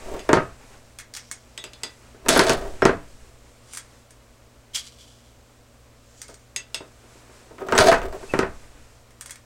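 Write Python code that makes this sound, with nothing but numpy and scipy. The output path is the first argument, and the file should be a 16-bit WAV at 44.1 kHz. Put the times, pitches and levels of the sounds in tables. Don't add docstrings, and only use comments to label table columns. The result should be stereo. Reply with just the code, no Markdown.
import sys
import numpy as np
from scipy import signal
from scipy.fft import rfft, irfft, next_fast_len
from scipy.io import wavfile
from scipy.ndimage import map_coordinates

SR = 44100
rng = np.random.default_rng(int(sys.argv[2]) if len(sys.argv) > 2 else 0)


def to_wav(sig):
    pcm = np.clip(np.atleast_2d(sig), -1, 1) * 32767
    pcm = np.round(pcm).astype(np.int16)
    wavfile.write(sys.argv[1], SR, pcm.T)


N = 416744
RING = np.arange(SR // 2) / SR

# (f/Hz, mean level/dB, t60/s)
PRESS_MODES = [(134, -17, 0.4), (251, -2, 0.2), (290, -9, 0.34), (387.9, 5.5, 0.13), (455.3, 0, 0.12),
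               (614.4, -1, 0.23), (670, -3, 0.28), (913, 1, 0.14), (1049, -4.5, 0.13), (1257, -3, 0.25),
               (1376, -5.5, 0.15), (1522, -5.5, 0.2), (1590, -2, 0.13), (1885, -10, 0.2),
               (2570, -15.5, 0.249)]
# (f/Hz, mean level/dB, t60/s)
DIE_MODES = [(1974, -7, 0.12), (2680, 6.5, 0.04), (3000, -17.5, .12), (3440, -0.5, 0.1), (3750, -4.5, 0.12),
             (4265, -12.5, 0.068), (4840, -0.5, 0.095), (5070, -4, 0.06), (6500, 0, 0.06),
             (7700, -0.5, 0.087), (8060, 1, 0.033), (8336, -1.5, 0.066)]
# (f/Hz, gain/dB)
BENCH_COLOUR = [(50, -13), (100, -7.5), (190, -5), (280, -6), (380, 1), (520, -3), (700, -7.5),
                (1100, -7.5), (1550, -7), (2100, -12.5), (3000, -22), (6000, -53), (16000, -76)]
# (f/Hz, t60/s)
BENCH_DECAY = [(80, 0.39), (300, 0.22), (1000, 0.28), (2500, 0.21), (8000, .15)]
# (f/Hz, t60/s)
ROOM_DECAY = [(300, 0.33), (2000, 0.23), (5000, 0.18), (9000, 0.13), (15000, 0.064)]
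# (bite t/s, run-up/s, length/s, groan level/dB, drone level/dB,
# grinding level/dB, thud of its blows relative to their clang/dB before the trims in blow())
CUTS = [(2.298, 0.02, 0.22, -22.5, -27.5, -19, -8.5), (7.779, 0.069, 0.12, -19, -21, -21, -15)]
# (lever t/s, lever level/dB, ram t/s, ram level/dB, length of the lift/s); levels before the trims in blow()
RETURNS = [(0.291, -7.5, 0.331, -2.5, 0.15), (2.821, -5.5, 2.853, -2.5, 0.12),
           (8.337, -10.5, 8.390, -8, 0.286)]
CUT_RELEASE_S = 0.038


def amp(db):
    return 10 ** (np.asarray(db) / 20)


def unit(x):
    return x / np.sqrt(np.mean(x[0] ** 2) + 1e-20)


def unit_attack(x, size=512):
    return x / np.sqrt(np.mean(x[0, :size] ** 2) + 1e-20)


def along(points, hz):
    f, v = np.transpose(points)
    return np.interp(np.log(hz + 1), np.log(f + 1), v)


def wobble(rate):
    knots = rng.standard_normal(int(N * rate / SR) + 4)
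    coarse = np.arange(0, N, 64)
    return np.interp(np.arange(N), coarse, map_coordinates(knots, [coarse * rate / SR]))


def coloured(x, colour):
    m = 2 * next_fast_len(x.shape[-1] // 2 + 2048)
    cepstrum = irfft(np.log(amp(along(colour, np.fft.rfftfreq(m, 1 / SR)))))
    cepstrum[1:m // 2] *= 2
    cepstrum[m // 2 + 1:] = 0
    return irfft(rfft(x, m) * np.exp(rfft(cepstrum)), m)[..., :x.shape[-1]]


def noise(colour):
    return unit(coloured(rng.standard_normal((2, N)), colour))


def tail(decay):
    hz, t, z = signal.stft(rng.standard_normal((2, len(RING))), SR, nperseg=256)
    fade = np.exp(-np.log(1000) * t / along(decay, hz)[:, None])
    x = signal.istft(z * fade, SR, nperseg=256)[1][:, :len(RING)]
    return x / np.linalg.norm(x[0])


def ringing(modes):
    hz, db, t60 = np.transpose(modes)
    waves = np.exp((2j * np.pi * hz[:, None] - np.log(1000) / t60[:, None]) * RING)
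    strength = amp(db + rng.normal(0, 3.5, len(hz)))
    phase = np.exp(2j * np.pi * rng.random(len(hz)))
    z = (strength * phase) @ waves
    return np.array([z.imag, z.real]) / np.linalg.norm(z.imag)


def contact(colour, decay, snap_s, echo_db):
    snap = rng.standard_normal((2, len(RING))) * np.exp(-RING / snap_s) * [[1], [.5]]
    echoes = amp(echo_db) * tail(decay) * [[1], [1.4]]
    x = coloured(snap / np.linalg.norm(snap[0]) + echoes, colour)
    return x / np.linalg.norm(x[0])


def in_room(x):
    echoes = signal.fftconvolve(x[:1], tail(ROOM_DECAY), axes=1)[:, :len(RING)]
    return x + amp(-3) * echoes


def slips(rate, spread_db):
    hits = rng.random((1, N)) < rate / SR
    size = rng.standard_normal((1, N)) * amp(spread_db * rng.standard_normal((1, N)))
    return unit(hits * size)


def through(x, response):
    return signal.oaconvolve(x, response, axes=1)[:, :N]


def add(out, s, x):
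    start = max(round(s * SR), 0)
    out[:, start:start + x.shape[1]] += x[:, :N - start]


def swell(s, attack_s, hold_s, release_s):
    t = np.arange(N) / SR - s
    return np.exp(-np.clip(np.maximum(-t / attack_s, (t - hold_s) / release_s), 0, 20))


def load():
    return sum(amp(groan_db) * swell(s, run_up_s, length_s, CUT_RELEASE_S)
               for s, run_up_s, length_s, groan_db, *_ in CUTS)


def lift():
    attack_s, release_share = 0.075, 0.38
    t = np.arange(N) / SR
    return sum(swell(lever_s - lift_s, attack_s, 0, release_share * lift_s) * (t < lever_s)
               for lever_s, *_, lift_s in RETURNS)


def rocking():
    cut_db, lift_db, stop_db = -34.5, -32.5, -36
    attack_s, release_s = .03, 0.21
    kicks = [(s, length_s, cut_db) for s, _, length_s, *_ in CUTS]
    kicks += [(ram_s, 0, stop_db) for _, _, ram_s, *_ in RETURNS]
    kicked = sum(amp(db) * swell(s, attack_s, hold_s, release_s) for s, hold_s, db in kicks)
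    return amp(lift_db) * lift() + kicked


def workshop():
    # (f/Hz, rms level/dB)
    hum_partials = [(59.2, -62.5), (118.4, -59.5), (236.9, -67.5), (479.1, -70), (570.6, -70), (662.1, -73)]
    # (f/Hz, gain/dB)
    air_colour = [(20, -6.5), (60, -2), (90, -8.5), (125, -11), (170, -22.5), (250, -10), (330, -17),
                  (560, -15), (850, -21), (1150, -20), (1800, -25.5), (3400, -28), (6500, -29.5),
                  (7900, -29), (10000, -36.5), (16000, -38.5)]
    t = np.arange(N) / SR
    hum = sum(amp(db) * np.sqrt(2) * np.sin(2 * np.pi * hz * t + 0.26 * wobble(1.8)) for hz, db in hum_partials)
    sway = rocking() * noise([(10, -6.5), (24, -12), (45, -15), (65, -17), (120, -34.0), (400, -88)])
    return hum * np.array([[1], [0]]) + amp(-55.0) * noise(air_colour) + sway


def sleeve():
    # (middle t/s, half length/s, level/dB)
    swings = [(0.0, 0.46, -45.5), (0.665, 0.25, -57), (1.99, 0.47, -57), (2.78, 0.25, -49.5),
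              (3.17, 0.41, -63), (3.8, 0.25, -60.5), (7.28, 0.36, -55.5), (8.28, 0.14, -46),
              (8.63, 0.31, -55)]
    # (f/Hz, gain/dB)
    flap_colour = [(100, -4.5), (400, -1.5), (1000, -5), (2500, -9), (6000, -37.5)]
    # (f/Hz, gain/dB)
    cloth_colour = [(1200, -4.5), (3000, -1), (8000, 1.5), (11000, -9), (16000, -25)]
    flap_db, hiss_db, resting_db = -3.5, -6, -62
    t = np.arange(N) / SR
    moving = sum(amp(db) * np.exp(-np.minimum(((t - s) / half_s) ** 2, 20)) for s, half_s, db in swings)
    speed = amp(resting_db) + moving
    flap = amp(flap_db + 1.7 * wobble(22)) * noise(flap_colour)
    hiss = amp(hiss_db + 1.4 * wobble(11.0)) * noise(cloth_colour)
    return speed * (flap + hiss)


def strip():
    # (t/s, level/dB before trim, pitch centre f/Hz, loss per rebound/dB)
    ticks = [(0.9872, -23, 2050, 4.5), (1.1385, -23, 5000, -0.5), (1.1709, -21.5, 2480, 14.5),
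             (1.3134, -16, 8000, 16.5), (3.735, -23, 9300, 3), (3.772, -17.5, 9600, 10),
             (4.107, -35.5, 9200, 12), (4.747, -20, 3290, 0), (4.8413, -37, 3630, -0.5),
             (6.217, -21, 6360, 15), (6.2819, -33.5, 4880, 4), (6.342, -32, 6440, 19),
             (9.1068, -41.5, 1800, 10), (9.21, -21.5, 11020, 14), (9.2596, -25, 8650, 22),
             (9.2957, -28.5, 1760, 20), (9.3079, -21, 9200, 10.5), (9.3572, -31.5, 2500, 24)]
    # (t/s, level/dB, attack/s, release/s, pitch f/Hz)
    slides = [(1.15, -50, 0.0054, 0.18, 5500), (3.745, -41, 0.033, .035, 8960),
              (4.755, -21.5, .005, 0.021, 3300), (4.87, -46.5, 0.03, 0.036, 3800),
              (5.005, -50.5, 0.054, 0.16, 3440), (6.21, -50.5, 0.074, .11, 6940),
              (9.27, -56, .04, .07, 9000)]
    # (f/Hz, mean level/dB, t60/s)
    strip_modes = [(2176, -1, 0.064), (3340, -3.5, 0.052), (5970, -6, 0.067), (6700, -7, .1),
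                   (8300, -2, .1), (9300, -2.5, 0.07), (14400, -7, .05)]
    # (f/Hz, gain/dB)
    thin_colour = [(300, -24.5), (1000, -3.5), (1800, 2.5), (3000, -5), (6000, 1), (9000, -0.5),
                   (11500, -10), (16000, -15)]
    # (f/Hz, gain/dB)
    slide_colour = [(900, -33), (2500, -5), (3150, 1), (3750, -3), (4400, 0), (6000, 3.5), (8000, 1.5),
                    (10000, -5.5), (16000, -20.5)]
    chatter_s = .012
    scrape_ring_db, scrape_q = 3.5, 7
    out = np.zeros((2, N))
    for s, db, centre_hz, loss_db in ticks:
        for k in range(3):
            tick = contact(thin_colour, ROOM_DECAY, snap_s=0.0026, echo_db=-1.5)
            tick = tick + amp(-8.5) * in_room(ringing(strip_modes))
            tick = coloured(tick, [(centre_hz / 1.9, -6), (centre_hz, 0), (centre_hz * 1.6, -4)])
            add(out, s, amp(db - 15.0 - k * loss_db) * unit_attack(tick))
            s += chatter_s * np.exp(.15 * rng.standard_normal())
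    edge = contact(slide_colour, ROOM_DECAY, snap_s=0.00016, echo_db=4.5) + amp(-21) * ringing(strip_modes)
    rubbing = through(slips(rate=640, spread_db=-1.5), edge)
    for s, db, attack_s, release_s, hz in slides:
        ring = signal.lfilter(*signal.iirpeak(hz, scrape_q, fs=SR), rubbing)
        scrape = unit(rubbing + amp(scrape_ring_db) * ring)
        out += amp(db) * swell(s, attack_s, 0, release_s) * scrape
    return out


def bench_blow():
    return contact(BENCH_COLOUR, BENCH_DECAY, snap_s=.006, echo_db=1) + amp(-1.5) * ringing(PRESS_MODES)


def die():
    # (t/s, clink level/dB before trim, knock level/dB before trim, ring f/Hz)
    clinks = [(0.1931, -27, -54, 2930), (1.577, -19.5, -50, 3470), (1.6401, -21.5, -46.5, 2710),
              (1.734, -29.5, -62, 3680), (1.8343, -13, -41.5, 4700), (6.5621, -10.5, -50.5, 6680),
              (6.7446, -11.5, -45.5, 5050)]
    # (f/Hz, gain/dB)
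    clink_colour = [(300, -24.5), (1200, -14), (2000, -1.5), (3200, 0), (5000, -4), (8500, -3.5),
                    (11000, -7), (16000, -27)]
    out = np.zeros((2, N))
    for s, db, knock_db, ring_hz in clinks:
        clink = contact(clink_colour, ROOM_DECAY, snap_s=.0018, echo_db=-4)
        clink = clink + amp(-2) * in_room(ringing(DIE_MODES))
        clink = coloured(clink, [(ring_hz / 1.3, -5.5), (ring_hz, 1), (ring_hz * 1.2, -5), (ring_hz * 4, -10)])
        add(out, s, amp(db - 14.0) * unit_attack(clink))
        add(out, s, amp(knock_db + 4) * unit_attack(bench_blow()))
    return out


def ram():
    # (t/s, f/Hz, level/dB, length/s)
    squeaks = [(2.82, 5500, -33, 0.03), (7.742, 7850, -32, 0.033), (8.283, 2610, -36.5, 0.051)]
    under_groan_db, lift_db = -2, -33.5
    frame_colour = [(100, -18.5), (250, -12.5), (380, 3.5), (520, -2.5), (800, -8.5), (1500, -22),
                    (4000, -31), (12000, -41.5)]
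    frame = contact(frame_colour, BENCH_DECAY, snap_s=0.0073, echo_db=-5.5)
    judder = unit(through(slips(rate=160, spread_db=0.5), frame))
    out = (amp(under_groan_db) * load() + amp(lift_db) * lift()) * judder
    for s, hz, db, length_s in squeaks:
        size = int(length_s * SR)
        turns = np.cumsum(hz * (1 + 0.021 * wobble(450)[:size])) / SR
        add(out, s, amp(db) * np.hanning(size) * np.sin(2 * np.pi * turns) * [[1], [0]])
    return out


def shear():
    # (f/Hz, gain/dB)
    grind_colour = [(500, -40), (950, -9.5), (2500, -7.5), (4400, -6.5), (6000, -12.5), (9000, -14.5),
                    (12000, -23.5), (16000, -48.5)]
    # (f/Hz, mean level/dB, t60/s)
    drone_modes = [(627, -2, .18), (672, 2.5, .2), (738, -4, .18)]
    bite_s = 0.00404
    groan_sag, grind_sag = 25, 57.5
    tearing = slips(rate=380, spread_db=3)
    frame = ringing(PRESS_MODES) + contact(BENCH_COLOUR, BENCH_DECAY, snap_s=0.01, echo_db=-5.5)
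    groan_colour = [(35, 2), (70, -0.5), (200, -11), (450, -3.5), (700, 3), (950, -3.0), (3000, -2.0)]
    groan = unit(coloured(through(tearing, frame), groan_colour))
    drone = unit(through(tearing, ringing(drone_modes)))
    edges = contact(grind_colour, ROOM_DECAY, snap_s=0.00032, echo_db=4.0) + amp(-8) * ringing(DIE_MODES)
    grind = unit(through(tearing, edges))
    out = np.zeros((2, N))
    for s, _, length_s, groan_db, drone_db, grind_db, _ in CUTS:
        sunk_s = np.clip(np.arange(N) / SR - s, 0, length_s)
        cut = amp(groan_db - groan_sag * sunk_s) * groan
        cut = cut + amp(drone_db) * drone
        cut = cut + amp(grind_db - grind_sag * sunk_s) * grind
        out += swell(s, bite_s, length_s, CUT_RELEASE_S) * cut
    return out


def blow(clang_db, thud_db, crack_db, treble_db=0):
    # (f/Hz, gain/dB)
    crack_colour = [(500, -19.5), (1500, 0), (2800, 3.5), (4600, 4), (7500, -1.5), (10000, -7.5),
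                    (12000, -17.5), (16000, -30.5)]
    below, above = (signal.butter(3, 470, kind, fs=SR, output="sos") for kind in ("low", "high"))
    body = bench_blow()
    thud = unit_attack(signal.sosfilt(below, body))
    clang = unit_attack(signal.sosfilt(above, body))
    crack = contact(crack_colour, ROOM_DECAY, snap_s=.0014, echo_db=-3) + amp(-16.0) * ringing(DIE_MODES)
    crack = unit_attack(coloured(crack, [(5000, 0), (11000, treble_db)]))
    return amp(thud_db - 2.5) * thud + amp(clang_db - 10) * clang + amp(crack_db - 13.5) * crack


def loaded_thud_db(s):
    return min(CUTS, key=lambda cut: abs(cut[0] - s))[-1]


def press():
    # (t/s, clang level/dB before the trim in blow())
    knocks = [(2.261, -21), (2.362, -5), (7.582, -31.5), (7.686, -19), (7.723, -6.5), (7.752, -10.5),
              (7.916, -5), (7.927, -6), (8.017, -20.5)]
    # (t/s, crack level/dB, clang level/dB, treble tilt of the crack/dB); levels before the trims in blow()
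    snaps = [(2.285, -7.5, -9.5, 10), (2.290, -1, -13.5, 12), (2.376, -12, -15, 22.5),
             (2.393, -3, -3.5, 3.5), (2.495, -7.5, -9.5, 3), (2.502, -12, -16.5, 1),
             (2.533, -21, -23.5, 16), (7.779, -3.5, -6.5, 1.5), (7.787, -5, -4.5, 5)]
    # (t/s, level/dB before trim)
    bumps = [(0.145, -28.5), (1.653, -36), (2.145, -38.5), (2.62, -25), (2.652, -28), (3.245, -49),
             (6.289, -37.5), (6.805, -30.5), (7.04, -46), (7.155, -41), (7.295, -41), (7.509, -36.5),
             (7.615, -25), (8.03, -26), (8.142, -30), (8.229, -30)]
    knock_crack_db, lever_crack_db, ram_crack_db, return_thud_db = -12, -17.5, -7.5, -6.5
    rebound_s, rebound_db, rebound_crack_db = .039, -7.5, -29
    out = np.zeros((2, N))
    for s, db in knocks:
        add(out, s, blow(db, db + loaded_thud_db(s), db + knock_crack_db))
    for s, crack_db, clang_db, treble_db in snaps:
        add(out, s, blow(clang_db, clang_db + loaded_thud_db(s), crack_db, treble_db))
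    for lever_s, lever_db, ram_s, ram_db, _ in RETURNS:
        stops = [(lever_s, lever_db, lever_crack_db),
                 (ram_s, ram_db, ram_crack_db),
                 (ram_s + rebound_s, ram_db + rebound_db, rebound_crack_db)]
        for s, db, crack_db in stops:
            add(out, s, blow(db, db + return_thud_db, db + crack_db))
    for s, db in bumps:
        bump = coloured(bench_blow(), [(150, -4.5), (400, 5.0), (800, -1.5), (2000, -6)])
        add(out, s, amp(db - 7.5) * unit_attack(bump))
    return out


def stereo(x, width, lean):
    side = coloured(x[1], width)
    m = next_fast_len(N + 4096)
    hz = np.fft.rfftfreq(m, 1 / SR)
    early = np.exp(1j * np.pi * hz / SR / (1 + (hz / 3000) ** 2))
    left = amp(along(lean, hz) / 2) * early
    return irfft(rfft([x[0] + side, x[0] - side], m) * [left, 1 / left], m)[:, :N]


def scene():
    # (f/Hz, side gain/dB)
    near_width = [(100, -22), (400, -18), (1000, -14), (2200, -9), (5000, -11), (9000, -11), (13000, -19)]
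    # (f/Hz, side gain/dB)
    air_width = [(110, -10.5), (250, -4), (2400, -1.5), (8000, -5.5), (15000, -10.5)]
    # (f/Hz, left minus right/dB)
    press_lean = [(100, -1.5), (380, 2.5), (700, 3.5), (1290, 6.5), (2380, 4), (4400, -1.8), (15000, 0)]
    machine = stereo(press() + shear() + ram(), near_width, press_lean)
    handled = (die() + strip()) * amp([[0], [2]])
    hands = stereo(handled, near_width, [(200, -1.0), (1300, 8.0), (5000, -1.5)])
    room = stereo(sleeve() + workshop(), air_width, [(200, 0.071), (1300, 1.3), (5000, 0.028)])
    return machine + hands + room


def record(dry):
    top_hz = 16000
    rounded = dry / (1 + np.abs(dry) ** 6) ** (1 / 6)
    m = next_fast_len(N + 4096)
    return irfft(rfft(rounded, m) * (np.fft.rfftfreq(m, 1 / SR) < top_hz), m)[:, :N]


dry = scene()
out = record(dry)
to_wav(out)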